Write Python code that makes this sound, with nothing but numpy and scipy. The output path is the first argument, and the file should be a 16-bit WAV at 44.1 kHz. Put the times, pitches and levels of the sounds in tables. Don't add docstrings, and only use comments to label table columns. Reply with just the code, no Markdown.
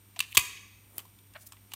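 import sys
import numpy as np
from scipy import signal
from scipy.fft import rfft, irfft
from scipy.io import wavfile

SR = 44100
rng = np.random.default_rng(int(sys.argv[2]) if len(sys.argv) > 2 else 0)


def persist_wave(psi):
    counts = np.round(np.clip(psi, -1, 1) * 32767).astype(np.int16)
    wavfile.write(sys.argv[1], SR, np.atleast_2d(counts).T)


N = 77175
T = np.arange(N) / SR


def clicks(first_touch=0.25, crack_gain=13.12, ping_q=12, ping_base_db=-7.5, ring_db=-4.5):
    # (time [s], relative level [dB], bass [dB], lows [dB], treble [dB], rattle [s], ping [Hz], ping [dB])
    contacts = [(0.1618, -40, -7.5, -3.5, -12, 0.012, 6100, -9.5),
                (0.1917, -25.5, 2.5, -1.5, -8, 0.0033, 9000, 7.5),
                (.2038, -20.5, -33, -0.5, -3.5, 0.0036, 2640, 0),
                (0.3494, -33.5, -2.5, -3.5, 5.5, 0.01, 1019, 4),
                (0.3556, -33, -21, -12, -12, 0.0039, 3190, 0),
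                (0.3707, -5.5, -2, -2.5, -2, .005, 2350, -12), (.3723, -12.5, 9, -4, 0.5, .007, 1090, -2.5),
                (0.376, -10.5, -2.5, -2.5, 2.5, 0.0022, 2530, -3.5),
                (0.5755, -43.5, 0, -9.5, -22, 0.0025, 2460, 1),
                (0.9811, -40, 11.5, 7, 9.5, 0.0024, 11800, 6), (0.9902, -43, 9.5, 10, 2, 0.013, 3020, -1.5),
                (1.052, -59, 9.5, 6, 4, .007, 1000, 6), (1.188, -56.5, -1, -5, -2, .006, 3620, -5),
                (1.337, -57, -7.5, -1.5, 3, .004, 2890, -6), (1.522, -44, -6, 10, -3, 0.0047, 7860, 0),
                (1.5325, -56.5, 8, 6.5, 2, 0.0041, 1190, 4), (1.568, -57, -2, 5.5, -12.5, 0.0063, 1990, -3),
                (1.7188, -45.5, 13, 5, -13.5, .006, 2880, -3), (1.7363, -36, 2.5, 8, 4, 0.0049, 3000, -6)]
    # (frequency [Hz], gain [dB])
    contact_spectrum = [(30, -47), (70, -14), (380, -7), (510, -22), (800, -4.5), (1100, -0.5), (1450, -5),
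                        (2500, 4.5), (3400, 5.5), (5500, -1.5), (9000, 2), (10300, -4), (12500, 1),
                        (15200, -1.5), (16200, -20)]
    # (frequency [Hz], level [dB], t60 [s])
    hood_modes = [(1160, -19, 0.063), (1206, -34.5, .35), (2049, -19.5, .06), (2374, -10.5, 0.076),
                  (2486, -26.5, 0.37), (2650, -10.5, 0.034), (2965, -15, 0.069), (3250, -13, .07),
                  (3430, -15.5, .07), (3675, -17.5, 0.09), (4020, -17, .05), (4580, -14.5, 0.093),
                  (5165, -16, .07), (6290, -17, 0.051), (9630, -21.5, .07), (12870, -17, .06)]
    cracks, blows, t = np.zeros(N), np.zeros(N), T[:SR // 10]
    for s, db, bass_db, lows_db, treble_db, rattle_s, ping_hz, ping_db in contacts:
        envelope = np.exp(-(t / rattle_s) ** 1.6)
        rattle = unit(rng.standard_normal(len(t)) * envelope)
        rattle[0] += first_touch
        ping = unit(signal.lfilter(*signal.iirpeak(ping_hz, ping_q, fs=SR), rattle))
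        crack = unit(rattle) + from_db(ping_base_db + ping_db) * ping
        colour = [(460, bass_db), (1080, lows_db), (2800, 0), (11000, treble_db)]
        add(cracks, s, from_db(db) * coloured(crack, colour))
        add(blows, s, from_db([ring_db + 1.11 * db]))
    return crack_gain * coloured(cracks, contact_spectrum) + ring(blows, hood_modes)


def thump(time_s=0.371, blow_db=-32):
    # (frequency [Hz], level [dB], t60 [s])
    body_modes = [(63.6, -4, .12), (91.2, -2, .09), (128.6, -3, .11), (172.6, -4, 0.055),
                  (255, -4.5, 0.057), (372, -11, 0.031), (739, -11, .14), (882, -7.5, .09), (991, -6, 0.36)]
    blow = np.zeros(N)
    add(blow, time_s, from_db([blow_db]))
    return sum((-1) ** k * ring(blow, [mode]) for k, mode in enumerate(body_modes))


def rubs(grain_db=4.5, grain_samples=16):
    # (peak time [s], rise [s], fall [s], level [dB], centre [Hz], width [octaves])
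    slides = [(.166, 0.0014, 0.0077, -48.5, 825, 0.28), (0.241, 0.028, 0.0066, -47.5, 2780, 0.77),
              (0.328, 0.0045, 0.002, -38, 2780, 0.29), (0.326, .012, 0.0034, -48, 10780, .8),
              (0.349, 0.0022, 0.0095, -40, 6000, 3.3), (0.974, 0.048, 0.026, -56, 12030, 0.63),
              (.97, .05, .05, -60.5, 332, 1.57), (1.361, 0.0067, 0.0074, -42, 1515, 0.74),
              (1.363, 0.0053, 0.0051, -47.5, 603, .12), (1.426, 0.03, 0.013, -53.5, 9500, 1.1),
              (1.4722, 0.0055, 0.0037, -41.5, 11600, 1.1), (1.720, 0.0058, .006, -52, 3950, 1.5)]
    skirt_db = (0, -6, -18, -52)
    out = np.zeros(N)
    for peak_s, rise_s, fall_s, db, hz, octaves in slides:
        noise = rng.standard_normal(N)
        roughness = np.repeat(rng.standard_normal(N // grain_samples + 1), grain_samples)[:N]
        grains = noise * from_db(grain_db * roughness)
        band = [(hz * 2 ** (k * octaves), skirt_db[abs(k)]) for k in range(-3, 4)]
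        swell = np.exp(-np.abs(T - peak_s) / np.where(T < peak_s, rise_s, fall_s))
        out += from_db(db) * np.linalg.norm(swell) * unit(coloured(grains, band) * swell)
    return out


def skin_ticks(start_s=0.9, end_s=1.68, rate_per_s=32, touch_db=-47, spread_db=6):
    # (time [s], level [dB])
    clear_ticks = [(.9695, -35), (.9775, -36), (1.4160, -38), (1.4225, -38), (1.4310, -37), (1.4895, -34)]
    # (frequency [Hz], gain [dB])
    tick_spectrum = [(500, -25), (3000, -11), (8000, -1), (13000, 2), (16000, -6)]
    onsets = (rng.random(N) < rate_per_s / SR) & (T > start_s) & (T < end_s)
    touches = onsets * from_db(touch_db + spread_db * rng.uniform(-1, 1, N))
    for s, db in clear_ticks:
        add(touches, s, from_db([db]))
    return coloured(touches, tick_spectrum)


def room(x, tail_db=-17, onset_s=0.015):
    # (frequency [Hz], t60 [s])
    decay_times = [(160, 0.46), (450, 0.9), (1020, 0.56), (2450, 0.91), (4000, 0.67), (6500, 0.77),
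                   (10000, 0.4), (15000, 0.4)]
    # (delay [s], level [dB])
    echoes = [(0.0106, -20.5), (0.0209, -17.5)]
    # (frequency [Hz], gain [dB])
    room_colour = [(110, -3.5), (430, -6.5), (780, 1), (1050, -1.5), (1700, -1.5), (2400, -3.5), (3200, -5),
                   (6000, -2), (14000, -2)]
    edges_hz = np.geomspace(60, 18000, num=13)
    hz = np.arange(N // 2 + 1) * SR / N
    white = rfft(rng.standard_normal(N))
    tail = np.zeros(N)
    for low, high in zip(edges_hz, edges_hz[1:]):
        band = irfft(white * ((hz >= low) & (hz < high)), N)
        tail += band * from_db(-60 * T / at_hz(decay_times, np.sqrt(low * high)))
    build_up = 1 - np.exp(-(T / onset_s) ** 2)
    response = from_db(tail_db) * unit(tail * build_up)
    for s, db in echoes:
        add(response, s, from_db([db]))
    return signal.fftconvolve(x, coloured(response, room_colour))[:N]


def hum():
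    # (frequency [Hz], rms level [dB])
    steady_tones = [(100, -62), (200, -77.5), (2304, -80.5), (5696, -82), (8586, -74.5), (9152, -73.5),
                    (14090, -73), (14186, -72.5), (14282, -85)]
    return sum(np.sqrt(2) * from_db(db) * np.sin(2 * np.pi * (hz * T + rng.random()))
               for hz, db in steady_tones)


def hiss(rms_db=-62.5):
    # (frequency [Hz], relative level [dB])
    floor_spectrum = [(20, -32.5), (35, -14), (58, 1.5), (85, -4), (150, -6.5), (310, -9), (600, -21),
                      (1000, -17), (1600, -21), (2400, -20), (3400, -19.5), (4900, -26), (7000, -25),
                      (8800, -21), (10500, -27.5), (13200, -20.5), (14300, -16), (15200, -23.5),
                      (16200, -39)]
    noise = coloured(rng.standard_normal(N + SR), floor_spectrum)[SR:]
    return from_db(rms_db) * np.sqrt(N) * unit(noise)


def from_db(db):
    return 10 ** (np.asarray(db) / 20)


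def unit(x):
    return x / np.sqrt(np.sum(x ** 2) + 1e-20)


def at_hz(points, hz):
    points_hz, values = np.transpose(points)
    return np.interp(np.log(hz + 1), np.log(points_hz), values)


def coloured(x, points, size=8192):
    gain = from_db(at_hz(points, np.arange(size // 2 + 1) * SR / size))
    cepstrum = irfft(np.log(gain))
    cepstrum[1:size // 2] *= 2
    cepstrum[size // 2 + 1:] = 0
    response = irfft(np.exp(rfft(cepstrum)))
    return signal.fftconvolve(x, response)[:len(x)]


def add(out, start_s, x):
    i = int(np.clip(start_s * SR, 0, N - 1))
    out[i:i + len(x)] += x[:N - i]


def ring(x, modes):
    out = np.zeros(N)
    for hz, db, t60_s in modes:
        radius, angle = from_db(-60 / (t60_s * SR)), 2 * np.pi * hz / SR
        feedback = [1, -2 * radius * np.cos(angle), radius ** 2]
        out += from_db(db) * signal.lfilter([.5, 0, -.5], feedback, x + 1e-18)
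    return out


def limiter(x, ceiling_db=-3, release_db_per_s=899):
    over_db = np.maximum(20 * np.log10(np.abs(x) + 1e-9) - ceiling_db, 0)
    release_db = release_db_per_s * T
    cut_db = np.maximum.accumulate(over_db + release_db, axis=-1) - release_db
    return x * from_db(-cut_db)


def scene():
    camera = clicks() + thump() + rubs() + skin_ticks()
    return (camera + room(camera) + hum() + hiss())[None]


def record(dry):
    lowpass = signal.ellip(10, .2, 75, 16000, fs=SR, output="sos")
    highpass = signal.butter(3, 40, "high", fs=SR, output="sos")
    return signal.sosfilt(lowpass, signal.sosfilt(highpass, limiter(dry)))


dry = scene()
out = record(dry)
persist_wave(out)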